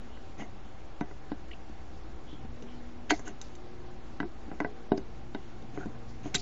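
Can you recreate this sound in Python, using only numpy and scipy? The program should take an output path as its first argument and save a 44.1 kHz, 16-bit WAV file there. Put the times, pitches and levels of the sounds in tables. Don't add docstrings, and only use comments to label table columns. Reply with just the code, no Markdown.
import sys
import numpy as np
from scipy import signal
from scipy.io import wavfile
from scipy.ndimage import uniform_filter1d

SR = 44100
rng = np.random.default_rng(int(sys.argv[2]) if len(sys.argv) > 2 else 0)


def store_pcm(level_fs):
    pcm = np.round(np.clip(level_fs, -1, 1) * 32767).astype(np.int16)
    wavfile.write(sys.argv[1], SR, np.atleast_2d(pcm).T)


def voltage_ratio(decibels):
    exponent = np.asarray(decibels, float) / 20
    return 10 ** exponent


N = 282813

# frequency in Hz, density in dB per Hz.
ROOM_SPECTRUM = [(8.8, -27), (15, -1), (27, -23.5), (65, -11), (88, -28.5), (124, -15.5), (149, -33),
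                 (231, -12.5), (264, -30.5), (360, -13), (390, -25), (767, -28.5), (6500, -49.5),
                 (7600, -52.5), (9880, -79), (16700, -120)]
ROOM_DB = -45
# frequency in Hz, width in Hz, level in dB.
FAN_WHIRRS = [(29.8, 25, -56.5), (50.7, 5, -57), (58.1, 1.5, -59), (87.2, 6, -61), (319.6, 13, -65),
              (774.6, 40, -63.5)]

# time in seconds, firing rate in Hz.
ENGINE_HZ = [
    (0, 121.5),
    (2.0, 121.2),
    (3.9, 119.3),
    (4.5, 116.8),
    (6.0, 116.4),
    (6.41, 114.5),
]
# middle in seconds, half length in seconds, level in dB.
ENGINE_SWELLS = [
    [(2.5, 0.18, -55), (3.85, .3, -56), (5.3, .35, -56), (6.1, 0.53, -51)],
    [(0, 0.21, -57.5), (2.8, 0.47, -52), (4.4, 1, -58.5), (5.95, 0.45, -55.5), (6.41, 0.039, -52.5)],
    [(.7, 0.14, -70), (3.05, 0.15, -61), (3.8, 0.27, -54.5), (4.8, 0.35, -58), (5.5, .3, -61.5)],
    [(2.75, .2, -66), (3.7, 0.17, -63), (4.85, .3, -61), (6.0, .12, -62.5)],
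]
MUFFLED_DB = -78.5

# start in seconds, length in seconds, board
# rasp in dB, blade tips in dB, bench shudder in dB.
DRAGS = [
    (0.372, 0.13, -68, -70.5, -52),
    (3.094, 0.044, -50.5, -59.5, -54.5),
    (3.247, 0.1, -69.5, -69, -55.5),
    (5.721, 0.25, -65, -72, -48),
    (6.224, .14, -66, -70.5, -56),
    (6.339, 0.053, -54, -64.5, -59),
]
DRAG_BOARD_HZ, DRAG_BOARD_WIDTH_HZ = 2100, 2100
DRAG_TIPS_HZ, DRAG_TIPS_WIDTH_HZ = 6400, 920
# start in seconds, length in seconds, level in dB, centre in Hz.
SKIDS = [(0.089, 0.21, -70.5, 2950), (0.383, 0.1, -62.5, 2010), (0.386, 0.089, -70, 2860),
         (1.509, 0.018, -77, 2080), (1.5093, 0.02, -75.5, 2900), (1.528, 0.021, -74, 2801),
         (2.264, 0.18, -66, 3270), (2.665, 0.16, -72, 3050), (3.096, 0.047, -56, 4400),
         (3.097, 0.027, -56, 3220), (3.105, 0.048, -50.5, 718), (3.107, 0.033, -45.5, 302.8),
         (3.11, 0.065, -58, 2100), (3.13, 0.16, -69, 6450), (3.25, 0.1, -71, 2850),
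         (3.262, 0.04, -66, 1555), (4.231, 0.042, -56.5, 350), (4.605, 0.028, -53, 299.6),
         (4.9162, 0.019, -47, 301), (4.972, 0.019, -75, 4900), (5.795, 0.047, -67, 1480),
         (5.823, 0.04, -67.5, 1503), (6.344, 0.036, -50, 7630), (6.345, 0.018, -61, 5200),
         (6.347, 0.026, -51, 3810)]
SKID_WIDTH_SHARE = 0.18
SHUDDER_DB = -13
# start in seconds, length in seconds, level in dB.
SCATTERS = [
    (3.125, 0.09, -65.5),
    (3.415, 0.14, -71.5),
    (6.073, 0.11, -75.5),
    (6.354, 0.15, -55.5),
]
SCATTER_HZ, SCATTER_WIDTH_HZ = 4360, 5000

# time in seconds, bench in dB, board's low modes in dB,
# board's high modes over its low ones in dB.
KNOCKS = [(0.173, -51, -50.5, 5), (0.397, -42, -36, -12), (0.422, -59, -36, -12), (1.0106, -21, -28, -2),
          (1.111, -39, -43, -2), (1.3173, -24.5, -31.5, -8.5), (1.697, -38, -50, -8),
          (2.329, -36, -58.5, 2), (2.449, -38.5, -54.5, 1), (2.6257, -36, -56, -14),
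          (3.1065, -42.5, -17.5, 6.5), (3.194, -38, -40, -4.5), (3.279, -41, -40, 2.5),
          (4.2023, -24, -29.5, 5.5), (4.23, -28, -34, -1.5), (4.48, -35, -49, -20), (4.515, -31, -38, -4),
          (4.6031, -25.5, -21.5, -0.5), (4.647, -25.5, -27, -0.5), (4.9186, -12.5, -19, -13.5),
          (4.978, -25, -36, -7), (5.3484, -26.5, -32.5, -3.5), (5.626, -38.5, -63, -2),
          (5.775, -28, -35, -3), (5.858, -27.5, -39.5, -11.5), (5.95, -46.5, -42, -10),
          (6.257, -29, -36, -25), (6.3472, -35, -35, 4.5)]
# time in seconds, jaws in dB, blade tips over jaws in dB.
TICKS = [(1.0085, -41.5, -9), (1.3185, -44.5, -19.5), (1.484, -56.5, -4.5), (1.694, -54.5, -3),
         (2.329, -49.5, -16.5), (2.624, -45, -5), (3.1063, -32, 9.5), (3.194, -65.5, 25),
         (3.279, -59.5, 25.5), (3.415, -33.5, 3.5), (3.553, -47.5, 2.5), (4.2023, -35, -33),
         (4.6025, -41, -4.5), (4.9198, -34.5, -34), (4.977, -41.5, -5.7), (5.3478, -36.5, -22.5),
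         (5.624, -48.5, -10.5), (5.858, -54, -1.5), (6.3453, -20.5, 1.5), (6.352, -26.5, 6.5)]
JAWS_UNDER_DB, TIPS_UNDER_DB = -18, -35
BOARD_UNDER_DB = -12.5

# frequency in Hz, level in dB, decay by 60 dB in seconds.
BENCH_MODES = [(171, -8, 0.1), (223.7, 0, 0.12), (283.4, 6, 0.08), (302.8, -0.5, 0.097),
               (386.4, -1.5, 0.16), (414, -5.5, 0.15), (495, -17.5, 0.048)]
# frequency in Hz, level in dB, decay by 60 dB in seconds.
BOARD_LOW_MODES = [(644, -5.5, 0.13), (716, 2, 0.11), (835, 9.5, 0.03), (950, 7, 0.033),
                   (1070, -15, 0.0083)]
# frequency in Hz, level in dB, decay by 60 dB in seconds.
BOARD_HIGH_MODES = [(1546, 7.5, 0.045), (1640, 11, 0.02), (1977, 9.5, 0.038), (2100, -22.5, 0.027),
                    (2530, -28.5, 0.014)]
# frequency in Hz, level in dB, decay by 60 dB in seconds.
JAW_MODES = [(2290, 1, 0.0042), (2900, -1, 0.037), (3080, 3.5, 0.013), (3745, 11, 0.011), (4230, -4, 0.012),
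             (4390, -0.5, 0.007), (4900, -6, 0.0082), (5270, -15, 0.006)]
# frequency in Hz, level in dB, decay by 60 dB in seconds.
TIP_MODES = [(6090, 1.5, 0.029), (6450, -4.5, 0.016), (6500, -10.5, 0.0058), (6560, 5, 0.0028),
             (7150, -5.5, 0.0096)]
# modes, chatter in seconds, chatter in dB, room tail in seconds, room tail in dB,
# usual tilt in dB.
BODIES = [(BENCH_MODES, .006, -28, .03, -40, 4.0),
          (BOARD_LOW_MODES, .004, -24, .025, -40, 2.0),
          (BOARD_HIGH_MODES, .003, -22, .02, -38, 5.5),
          (JAW_MODES, .003, -20, .02, -36, -3.0),
          (TIP_MODES, .004, -18, .015, -34, 4.0)]

MIRROR_DB, MIRROR_KEPT_OVER_DB, MIRROR_FADES_HZ = -30, -58, 10200


def rms_one(x):
    return x / np.sqrt(np.mean(x ** 2) + 1e-20)


def drift(rate_hz):
    knots_hz = 40
    knots = rng.standard_normal(int(N / SR * knots_hz) + 40)
    r = np.exp(-2 * np.pi * rate_hz / knots_hz)
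    slow = signal.lfilter([1], [1, -r], knots)[30:]
    return np.interp(np.arange(N) / SR * knots_hz, np.arange(len(slow)), rms_one(slow))


def bandpass(x, edges_hz):
    return signal.sosfilt(signal.butter(2, edges_hz, "band", fs=SR, output="sos"), x)


def resonance(x, hz, width_hz):
    r = np.exp(-np.pi * width_hz / SR)
    poles = [1, -2 * r * np.cos(2 * np.pi * hz / SR), r * r]
    return signal.lfilter([(1 - r * r) / 2, 0, (r * r - 1) / 2], poles, x)


def ring(push, hz, t60_s):
    r = voltage_ratio(-60 / (t60_s * SR))
    w = 2 * np.pi * hz / SR
    return signal.lfilter([0, np.sin(w)], [1, -2 * r * np.cos(w), r * r], push + 1e-18)


def add(out, piece, start_s):
    i = round(start_s * SR)
    out[i:i + len(piece)] += piece[:N - i]


def room():
    rumble, together = 0, drift(2.5)
    edges_hz = 14 * 2 ** np.arange(0, 9.6, 1 / 3)
    white = rng.standard_normal((2, N + SR))
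    hz, db = np.transpose(ROOM_SPECTRUM)
    for k, (low, high) in enumerate(zip(edges_hz, edges_hz[1:])):
        band = bandpass(white[k % 2], [low, high])[SR:]
        log_centre = np.log(min(low * high, 7500 ** 2)) / 2
        level_db = np.interp(log_centre, np.log(hz), db)
        rumble = rumble + voltage_ratio(level_db + 0.24 * together + 1.4 * drift(11)) * band
    air = rng.standard_normal(N + SR)
    whirrs = 0
    for f, width_hz, whirr_db in FAN_WHIRRS:
        narrow = resonance(resonance(air, f, width_hz), f, width_hz)[SR:]
        whirrs = whirrs + voltage_ratio(whirr_db) * rms_one(narrow)
    return voltage_ratio(ROOM_DB - 3.0) * rms_one(rumble) + whirrs


def drone():
    t = np.arange(N) / SR
    turn = 2 * np.pi * np.cumsum(np.interp(t, *np.transpose(ENGINE_HZ))) / SR
    out = np.zeros(N)
    for k, swells in enumerate(ENGINE_SWELLS):
        gain = voltage_ratio(MUFFLED_DB) + sum(voltage_ratio(db) * np.exp(-((t - s) / half_s) ** 2) for s, half_s, db in swells)
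        out += np.sqrt(2) * gain * voltage_ratio(0.54 * drift(1.5)) * np.sin((k + 1) * turn + k)
    return out


def stroke(length_s, peaks, bench_db):
    luck = rng.random((3, SR // 4))
    phase = np.clip(np.arange(SR // 4) / SR / length_s, 0, 1)
    pressure = np.sin(np.pi * phase ** 0.48) ** 2.6
    size = voltage_ratio(-2.2 * np.log(luck[2] + 0.00034))
    grains = (luck[0] < .2) * np.sign(luck[1] - .5) * size * pressure
    rasp = 0
    for hz, width_hz, db in peaks:
        rasp = rasp + voltage_ratio(db) * rms_one(resonance(resonance(grains, hz, width_hz), hz, 0.64 * width_hz))
    shaken = BENCH_MODES + BOARD_LOW_MODES[:2]
    shudder = sum(voltage_ratio(db) * ring(grains, hz, t60_s) for hz, db, t60_s in shaken)
    to_stroke = np.sqrt(len(phase) / SR / length_s)
    return to_stroke * (rasp + voltage_ratio(bench_db) * rms_one(shudder))


def scrapes():
    out = np.zeros(N)
    for s, length_s, board_db, tips_db, bench_db in DRAGS:
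        board = (DRAG_BOARD_HZ, DRAG_BOARD_WIDTH_HZ, board_db)
        tips = (DRAG_TIPS_HZ, DRAG_TIPS_WIDTH_HZ, tips_db)
        add(out, stroke(length_s, [board, tips], bench_db), s)
    for s, length_s, db, hz in SKIDS:
        add(out, stroke(length_s, [(hz, SKID_WIDTH_SHARE * hz, db)], db + SHUDDER_DB), s)
    for s, length_s, db in SCATTERS:
        add(out, stroke(length_s, [(SCATTER_HZ, SCATTER_WIDTH_HZ, db)], db + SHUDDER_DB), s)
    return out


def struck(modes, push, tilt_db, luck):
    slope_db = np.linspace(-tilt_db, tilt_db, len(modes))
    sound = 0
    for (hz, db, t60_s), up_db, z in zip(modes, slope_db, luck):
        sound = sound + voltage_ratio(db + up_db + 2.0 * z) * ring(push, hz, t60_s)
    sound = bandpass(sound, [modes[0][0] * .75, modes[-1][0] * 1.12])
    return sound / np.abs(sound).max()


def knocks():
    out = np.zeros(N)
    t = np.arange(round(.22 * SR)) / SR
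    contacts = []
    for s, bench_db, low_db, up_db in KNOCKS:
        high_db = low_db + up_db
        contacts.append((s, bench_db, low_db, high_db, high_db + JAWS_UNDER_DB, high_db + TIPS_UNDER_DB))
    for s, jaws_db, up_db in TICKS:
        contacts.append((s, jaws_db + BOARD_UNDER_DB, jaws_db, jaws_db + up_db))
    for s, *levels_db in contacts:
        grit = rng.standard_normal(len(t))
        luck = rng.standard_normal((5, 12))
        leans_db = 0.79 * np.gradient(levels_db)
        for body, db, lean_db, z in zip(BODIES[-len(levels_db):], levels_db, leans_db, luck):
            modes, chatter_s, chatter_db, tail_s, tail_db, usual_tilt_db = body
            chatter = voltage_ratio(chatter_db) * np.exp(-t / chatter_s)
            tail = voltage_ratio(tail_db) * np.exp(-t / tail_s)
            push = grit * (chatter + tail) + (t == 0)
            tilt_db = np.clip(lean_db + usual_tilt_db, -8, 8)
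            add(out, voltage_ratio(db) * struck(modes, push, tilt_db, z), s - .0004)
    return out


def scene():
    return (knocks() + scrapes() + drone() + room())[None]


def coarse_spectrum(x, step_db, follow, uneven_db):
    shape = dict(window=np.sqrt(signal.get_window("hann", 1024)), nperseg=1024, noverlap=512)
    hz, _, z = signal.stft(x, SR, **shape)
    heard = z[(hz > 200) & (hz < 8000)]
    busy_db = 10 * np.log10(np.mean(np.abs(heard) ** 2, axis=0) + 1e-14)
    luck = uniform_filter1d(rng.standard_normal((65, z.shape[1])), size=5, axis=1)
    luck = luck[np.arange(len(hz)) // 8]
    hiss = np.median(np.abs(z[(hz > 4000) & (hz < 6500)]))
    step = hiss * voltage_ratio(step_db + follow * (busy_db - np.median(busy_db)) + uneven_db * luck)
    rounded = step * (np.round(z.real / step) + 1j * np.round(z.imag / step))
    return signal.istft(rounded, SR, **shape)[1][:N]


def mirror(x):
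    turned = x * np.cos(2 * np.pi * 16000 * np.arange(N) / SR)
    high = signal.sosfilt(signal.ellip(6, 1, 60, [8900, 15300], "band", fs=SR, output="sos"), turned)
    high = signal.sosfilt(signal.butter(4, MIRROR_FADES_HZ, fs=SR, output="sos"), high)
    loud_db = 10 * np.log10(uniform_filter1d(high ** 2, size=600) + 1e-14)
    return voltage_ratio(MIRROR_DB) * high / (0.5 + np.exp((MIRROR_KEPT_OVER_DB - loud_db) / 2.5))


def band_limit(x):
    return signal.sosfilt(signal.butter(12, 15200, fs=SR, output="sos"), x)


def record(dry):
    offset = -.0134
    narrow = signal.sosfilt(signal.cheby2(16, 55, 8030, fs=SR, output="sos"), dry)
    narrow = coarse_spectrum(narrow[0], step_db=.2, follow=.45, uneven_db=9.0)
    mix = (narrow + mirror(narrow) + offset)[None]
    return band_limit(mix)


dry = scene()
out = record(dry)
store_pcm(out)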